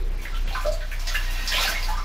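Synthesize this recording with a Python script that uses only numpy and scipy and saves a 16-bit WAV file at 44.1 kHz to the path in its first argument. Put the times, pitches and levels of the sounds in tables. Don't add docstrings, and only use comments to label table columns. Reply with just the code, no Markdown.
import sys
import numpy as np
from scipy import signal
from scipy.fft import rfft, irfft
from scipy.io import wavfile
from scipy.ndimage import uniform_filter1d

SR = 44100
rng = np.random.default_rng(int(sys.argv[2]) if len(sys.argv) > 2 else 0)


def natural_amplitude(level_db):
    exponent = np.asarray(level_db, float) / 20
    return 10 ** exponent


def store_pcm(level_fs):
    pcm = np.round(np.clip(level_fs, -1, 1) * 32767).astype(np.int16)
    wavfile.write(sys.argv[1], SR, np.atleast_2d(pcm).T)


N = 90008

# (time [s], level [dB])
HUM_THROB = [(0.0, -23.5), (0.069, -23), (0.16, -25), (0.26, -33.5), (0.34, -24.5), (0.43, -21.5),
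             (0.56, -29), (0.69, -23), (0.89, -29), (0.99, -26), (1.32, -24), (1.49, -28), (1.6, -27),
             (1.7, -30.5), (1.88, -22.5), (2.04, -26.5)]
# (frequency [Hz], level re hum [dB], wobble width [Hz])
HUM_OVERTONES = [(62.2, -15.5, 9.3), (89, -22, 7.6), (120.6, -26.5, 4.9)]
HUM_HZ, OVERTONE_LAG_S = 30.2, 0.056

# (frequency [Hz], density [dB per Hz])
AIR_COLOUR = [(40, -2.5), (100, -3.5), (300, -9.5), (520, -13.5), (2000, -13.5), (5000, -23.5), (8500, -31),
              (15600, -32)]
# (time [s], level [dB])
AIR_SWELL = [(0.0, 1.5), (0.4, 3.5), (0.9, -3), (1.3, 2.5), (2.04, 2)]
AIR_DB, AIR_SIDE_DB = -44, 1.5

# (time [s], peak [dB], pitch [Hz], decay [cycles])
BUBBLES = [(0.04, -30.5, 410, 1.6), (0.186, -32.5, 2210, 11), (0.252, -22, 1907, 2.6),
           (0.327, -29.5, 1305, 7.3), (0.55, -18, 1164, 3.7), (0.647, -18.5, 607, 2.8),
           (0.809, -27, 1750, 2.9), (0.917, -25, 1694, 5.4), (1.024, -33.5, 676, 5.4),
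           (1.074, -20, 1850, 8.8), (1.108, -31.5, 1300, 4.4), (1.145, -14.5, 1650, 5.2),
           (1.519, -18, 1710, 3.6), (1.533, -22.5, 2270, 5.0), (1.58, -18.5, 1095, 2.7),
           (1.611, -24, 1330, 9.5), (1.676, -15.5, 1513, 4.5), (1.749, -19.5, 2083, 7.3),
           (1.884, -21, 842, 5.6), (1.978, -22.5, 1196, 2.3),
           (0.2244, -34, 2860, 2.4), (0.3444, -29, 3000, 1.2), (0.3645, -30.5, 2800, 1.2),
               (0.4763, -25, 2800, 0.88), (0.5275, -27, 3860, 3.5), (0.61, -28.5, 2300, 2.2),
               (0.6632, -25.5, 4600, 1.1), (0.7189, -27.5, 4420, 3.4), (0.8071, -32, 3420, 1.8),
               (0.915, -26.5, 2280, 1.6), (0.9958, -27, 5040, 1), (1.072, -19, 4740, 1.75),
               (1.1526, -18, 2610, 2.9), (1.152, -22.5, 3400, 3.6), (1.307, -30, 2540, 2.5),
               (1.476, -12.5, 4860, 2.5), (1.5208, -15, 3150, 2.2), (1.568, -13, 2314, 3.7),
               (1.59, -13.5, 3620, 3), (1.555, -13, 3310, 3.2), (1.6087, -16.5, 4840, 3.9),
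               (1.6347, -14.5, 2510, 2.7), (1.6791, -40, 2600, 1.3), (1.828, -21.5, 4500, 3.0),
               (1.883, -30.5, 4200, 2.2), (1.972, -29.5, 5130, 2.8),
           (0.002, -27, 364, 3.1), (0.215, -52, 980, 3.5), (0.5495, -19, 1460, 5.3),
           (0.552, -26, 1040, 16.7), (0.61, -40, 7100, 2.7), (0.72, -30, 6900, 1.9), (0.51, -23, 730, 3.4),
           (0.83, -37, 1500, 6.0), (0.926, -31, 2200, 5.5), (1.075, -23, 3660, 1.5),
           (1.075, -25.5, 6070, 7.6), (1.535, -27, 664, 2.5), (1.608, -24.5, 497, 5.1),
           (1.678, -32, 1200, 6.9), (1.69, -30, 654, 3.4), (1.722, -33, 640, 8.4), (1.72, -21, 1800, 8.1),
           (2, -34, 2100, 14.9), (1.895, -23, 950, 7.4), (1.538, -15, 3000, 3.8), (0.647, -24, 1203, 3.7),
           (0.549, -23.5, 2020, 1.3), (1.883, -27, 1730, 1.6), (1.655, -16, 4300, 1.8),
           (1.625, -16.5, 3470, 2.9), (1.69, -22, 5500, 3)]
POPS_DB, PITCH_RISE = -8.5, 0.05

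# (frequency [Hz], level [dB], t60 [s])
TUB_MODES = [(601, -3.5, 0.42), (666, -1.5, 0.23), (836, -23, 0.046), (1014.7, -4, 0.56), (1047, -1, 0.14),
             (1185, -1.5, 0.31), (1363, -2, 0.14), (1521, 2.5, 0.15), (1644, 0.5, 0.11), (1715, -7.5, 0.19),
             (2053, 2, 0.049), (2430, -3, 0.19), (2714, -4.5, 0.079)]
# (frequency [Hz], t60 [s])
TAIL_DECAY = [(400, 0.63), (1500, 0.37), (5000, 0.34), (14000, 0.096)]
# (frequency [Hz], level [dB])
SIDE_WIDTH = [(60, -60), (240, -28), (950, -31), (3770, -26), (15000, -28)]
DIRECT_DB, MODES_DB, TAIL_DB = -10.5, -14, -1
BUILD_S, HOLD_S = 0.0011, 0.034

# (time [s], flow [dB])
WATER_FLOW = [(0.0, -85), (0.2, -52.5), (0.3, -52), (0.451, -51.5), (0.55, -42), (0.75, -53.5), (0.87, -52),
              (0.97, -50), (1.1, -39.5), (1.3, -41), (1.45, -38), (1.53, -33.5), (1.6, -29.5), (1.7, -35),
              (1.76, -37.5), (1.82, -39.5), (1.922, -43.5), (2.04, -50.5)]
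# (frequency [Hz], density [dB per Hz])
SPRAY_COLOUR = [(250, -42), (450, -14), (700, -4.5), (1500, -4), (3400, -3), (5500, -5), (8500, -18),
                (13000, -15)]
SPRAY_DB, GRAINS_PER_S, GRAIN_SPREAD_DB, GRAIN_CYCLES = 2, 5000, 3.5, 3.8

# (time [s], peak [dB])
MIST_BURSTS = [(0.216, -36.5), (.364, -43), (.476, -47), (0.608, -37), (.659, -42), (.719, -42),
               (0.912, -37.5), (.995, -41), (1.072, -35.5), (1.14, -29.5), (1.305, -34.5), (1.453, -36.5),
               (1.518, -29), (1.61, -24), (1.677, -24.5), (1.826, -35), (1.882, -35)]
# (frequency [Hz], density [dB per Hz])
MIST_COLOUR = [(3000, -42), (6000, 2), (8500, -7.5), (11500, -1.5), (15500, -3)]
MIST_DB, MIST_RISE_S, MIST_T60_S = -10, 0.002, 0.16

# (time [s], level [dB], start pitch [Hz], end pitch [Hz], length [s])
AIR_POCKETS = [(0.329, -46, 1316, 1403, 0.08), (.345, -43.5, 3050, 2994, 0.038),
               (.553, -34, 1026, 1056, .06), (.55, -34.5, 1187, 1135, 0.043),
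               (0.657, -22.5, 579.6, 659, 0.0684), (0.73, -33.5, 661, 636, 0.036),
               (.77, -43.5, 615, 627, 0.039), (.83, -45, 607, 630, 0.039), (.82, -40, 1508, 1517, 0.042),
               (1.159, -32.5, 2784, 2740, .055), (1.149, -32.5, 2060, 2100, .03),
               (1.172, -36, 1708, 1672, 0.059), (1.541, -33, 640, 586, 0.016),
               (1.562, -35, 620, 690, 0.012), (1.581, -29.5, 1030, 1040, .02),
               (1.604, -31.5, 550, 630, 0.019), (1.647, -31, 752, 797, 0.02), (1.689, -35, 604, 694, .022),
               (1.7, -29.5, 1546, 1540, .014), (1.719, -36.5, 668, 646, 0.027),
               (1.75, -29.5, 2126, 2190, 0.042), (1.839, -40, 1020, 1050, 0.023),
               (1.885, -28, 832, 899, 0.058), (1.937, -34, 977, 1020, 0.024),
               (1.93, -38.5, 1185, 1220, 0.027), (1.952, -38, 1555, 1570, 0.014),
               (1.97, -30.5, 1204, 1194, 0.033), (1.997, -39, 1170, 1194, 0.022),
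               (2.02, -36.5, 1185, 1160, .024), (1.26, -46, 1904, 1840, 0.057),
               (1.347, -41.5, 1845, 1936, 0.063), (1.405, -41, 1857, 1886, 0.053),
               (1.45, -46, 1880, 1900, 0.046), (1.348, -42, 2700, 2800, 0.067)]
SINGERS_DB, SINGERS_TO_TUB_DB = -1.96, -10.5

# (frequency [Hz], width [Hz], level [dB])
TRICKLE_TONES = [(1870, 34, -3), (2570, 91, -6.5), (3830, 100, -11)]
TRICKLE_START_S, TRICKLE_END_S, TRICKLE_DB = 1.22, 1.8, -40

# (time [s], length [s], lost above [Hz])
TREBLE_DROPOUTS = [(.035, .009, 6000), (.101, .009, 5500), (.165, .011, 7000), (.335, .011, 8000),
                   (.4, .008, 7500), (.452, .028, 9600)]
BAND_EDGE_HZ = 15680


def read(points, hz):
    f, value = np.transpose(points)
    return np.interp(np.log(hz + 1), np.log(f + 1), value)


def evened(x):
    return x / np.sqrt(np.mean(x ** 2) + 1e-20)


def coloured(x, points):
    gain = natural_amplitude(read(points, np.fft.rfftfreq(len(x), 1 / SR)))
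    return irfft(rfft(x) * gain, len(x))


def add(mix, start_s, sound):
    part = mix[round(start_s * SR):][:len(sound)]
    part += sound[:len(part)]


def whistle(hz, width_hz):
    f = np.fft.rfftfreq(N, 1 / SR)
    real, imag = rng.standard_normal((2, len(f)))
    resonance = 1 + 1j * 2 * (f - hz) / width_hz
    return evened(irfft((real + 1j * imag) / resonance, N))


def motor():
    t = np.arange(N) / SR
    s, db = np.transpose(HUM_THROB)
    throb_db = [np.interp(t - lag_s, s, db) for lag_s in (0, OVERTONE_LAG_S)]
    level, late_level = natural_amplitude(uniform_filter1d(throb_db, size=2000, mode="nearest"))
    out = np.sqrt(2) * level * np.sin(2 * np.pi * HUM_HZ * t)
    for hz, over_db, width_hz in HUM_OVERTONES:
        steady = np.sin(2 * np.pi * (hz * t + rng.random()))
        out += late_level * natural_amplitude(over_db) * (steady + 0.45 * whistle(hz, width_hz))
    return out


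def air():
    noise = coloured(rng.standard_normal(N), AIR_COLOUR)
    hz, t, z = signal.stft(noise, SR, nperseg=1024)
    patches = uniform_filter1d(rng.standard_normal(z.shape), size=20, axis=0)
    patches = evened(uniform_filter1d(patches, size=4, axis=1))
    swell_db = np.interp(t, *np.transpose(AIR_SWELL)) * (hz < 600)[:, None]
    drifting = signal.istft(z * natural_amplitude(2.0 * patches + swell_db), SR, nperseg=1024)[1][:N]
    return natural_amplitude(AIR_DB) * evened(drifting)


def bubble(hz, cycles):
    cycles = max(cycles, 0.5)
    u = np.arange(2000) / SR * hz / cycles
    envelope = np.minimum(u / 0.12, 1) * np.exp(-u) * (u < 6)
    return envelope * np.sin(2 * np.pi * cycles * (u + PITCH_RISE * u ** 2 / 2))


def pops():
    out = np.zeros(N)
    for s, db, hz, cycles in BUBBLES:
        shortness = np.sqrt(hz / max(cycles, 0.5) / 25)
        add(out, s, natural_amplitude(db) * bubble(hz, cycles) * shortness)
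    return natural_amplitude(POPS_DB) * out


def tail():
    hz, t, z = signal.stft(rng.standard_normal(SR // 2), SR, nperseg=256)
    decay_db = -60 * np.maximum(t - HOLD_S / 2, 0) / read(TAIL_DECAY, hz)[:, None]
    decay_db = decay_db - 3.8 * (t > HOLD_S)
    x = signal.istft(z * natural_amplitude(decay_db), SR, nperseg=256)[1]
    x = x * np.minimum(np.arange(len(x)) / SR / BUILD_S, 1)
    return x / np.linalg.norm(x)


def echoes(x):
    turn = np.arange(N) / SR * 25
    out = np.zeros(N)
    for k in range(3):
        share = np.cos(turn + k * np.pi / 3) * np.sqrt(2 / 3)
        out += signal.oaconvolve(x * share, tail())[:N]
    return out


def tub(x):
    t = np.arange(SR // 2) / SR
    rings = np.zeros(len(t))
    for hz, db, t60_s in TUB_MODES:
        rings += natural_amplitude(db - 60 * t / t60_s) * np.sin(2 * np.pi * (hz * t + rng.random()))
    rings *= natural_amplitude(MODES_DB - 35)
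    mid = natural_amplitude(DIRECT_DB) * x + signal.oaconvolve(x, rings)[:N] + natural_amplitude(TAIL_DB) * echoes(x)
    side = coloured(signal.oaconvolve(x, tail())[:N], SIDE_WIDTH)
    return mid, side


def spray():
    size_db = GRAIN_SPREAD_DB * np.minimum(rng.exponential(1, N), 2.6)
    size = natural_amplitude(size_db) * (rng.random(N) < GRAINS_PER_S / SR)
    kind = rng.integers(0, 24, N)
    spectrum = 0
    for k, hz in enumerate(np.geomspace(400, 15500, num=24)):
        grain = bubble(hz, GRAIN_CYCLES)
        grain = grain / np.linalg.norm(grain) * np.sqrt(hz)
        spectrum = spectrum + rfft(size * (kind == k), 98304) * rfft(grain, 98304)
    flow_db = np.interp(np.arange(N) / SR, *np.transpose(WATER_FLOW))
    return natural_amplitude(SPRAY_DB + flow_db) * evened(coloured(irfft(spectrum), SPRAY_COLOUR)[:N])


def mist():
    power = np.zeros(N)
    t = np.arange(SR // 4) / SR
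    for s, db in MIST_BURSTS:
        fall_db = 60 * np.maximum(t - HOLD_S, 0) / MIST_T60_S
        add(power, s, natural_amplitude(db - fall_db) ** 2 * np.minimum(t / MIST_RISE_S, 1))
    mid, side = (evened(coloured(rng.standard_normal(N), MIST_COLOUR)) for _ in "ms")
    fizz_db = 2.0 * evened(uniform_filter1d(rng.exponential(1, N) ** 2 - 2, size=60))
    level = natural_amplitude(MIST_DB + np.minimum(fizz_db, 9)) * np.sqrt(power)
    return level * mid, natural_amplitude(-3) * level ** 2 / level.max() * side


def singers():
    out = np.zeros(N)
    for s, db, from_hz, to_hz, length_s in AIR_POCKETS:
        u = np.arange(0, length_s, 1 / SR) / length_s
        cycles = length_s * (from_hz * u + (to_hz - from_hz) * u ** 2 / 2)
        add(out, s, natural_amplitude(db) * np.sin(np.pi * u ** 0.61) * np.sin(2 * np.pi * cycles))
    return natural_amplitude(SINGERS_DB) * np.sqrt(2) * out


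def trickle():
    t = np.arange(N) / SR
    gate = np.clip(np.minimum(t - TRICKLE_START_S, TRICKLE_END_S - t) / 0.057, 0, 1)
    tones = sum(natural_amplitude(db) * whistle(hz, width_hz) for hz, width_hz, db in TRICKLE_TONES)
    return natural_amplitude(TRICKLE_DB) * gate * tones


def scene():
    song = singers()
    mid, side = tub(pops() + spray() + trickle() + natural_amplitude(SINGERS_TO_TUB_DB) * song)
    hiss, wide_hiss = mist()
    side = side + wide_hiss - natural_amplitude(-19) * (mid + song)
    mid = mid + song + hiss + motor() + air()
    side = side + natural_amplitude(AIR_SIDE_DB) * coloured(air(), SIDE_WIDTH)
    return np.array([mid + side, mid - side])


def treble_dropouts(x):
    hz, t, z = signal.stft(x, SR, nperseg=128)
    lost = sum((abs(t - s) < length_s / 2) & (hz[:, None] > above_hz)
               for s, length_s, above_hz in TREBLE_DROPOUTS)
    return signal.istft(z * natural_amplitude(-40 * lost), SR, nperseg=128)[1][:, :N]


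def band_limit(x):
    return signal.sosfilt(signal.butter(12, 15710, fs=SR, output="sos"), x)


def record(dry):
    edge = signal.firwin(801, BAND_EDGE_HZ, window=("kaiser", 9), fs=SR)
    limited = signal.oaconvolve(dry, edge[None], "same")
    mix = treble_dropouts(limited)
    return band_limit(mix)


dry = scene()
out = record(dry)
store_pcm(out)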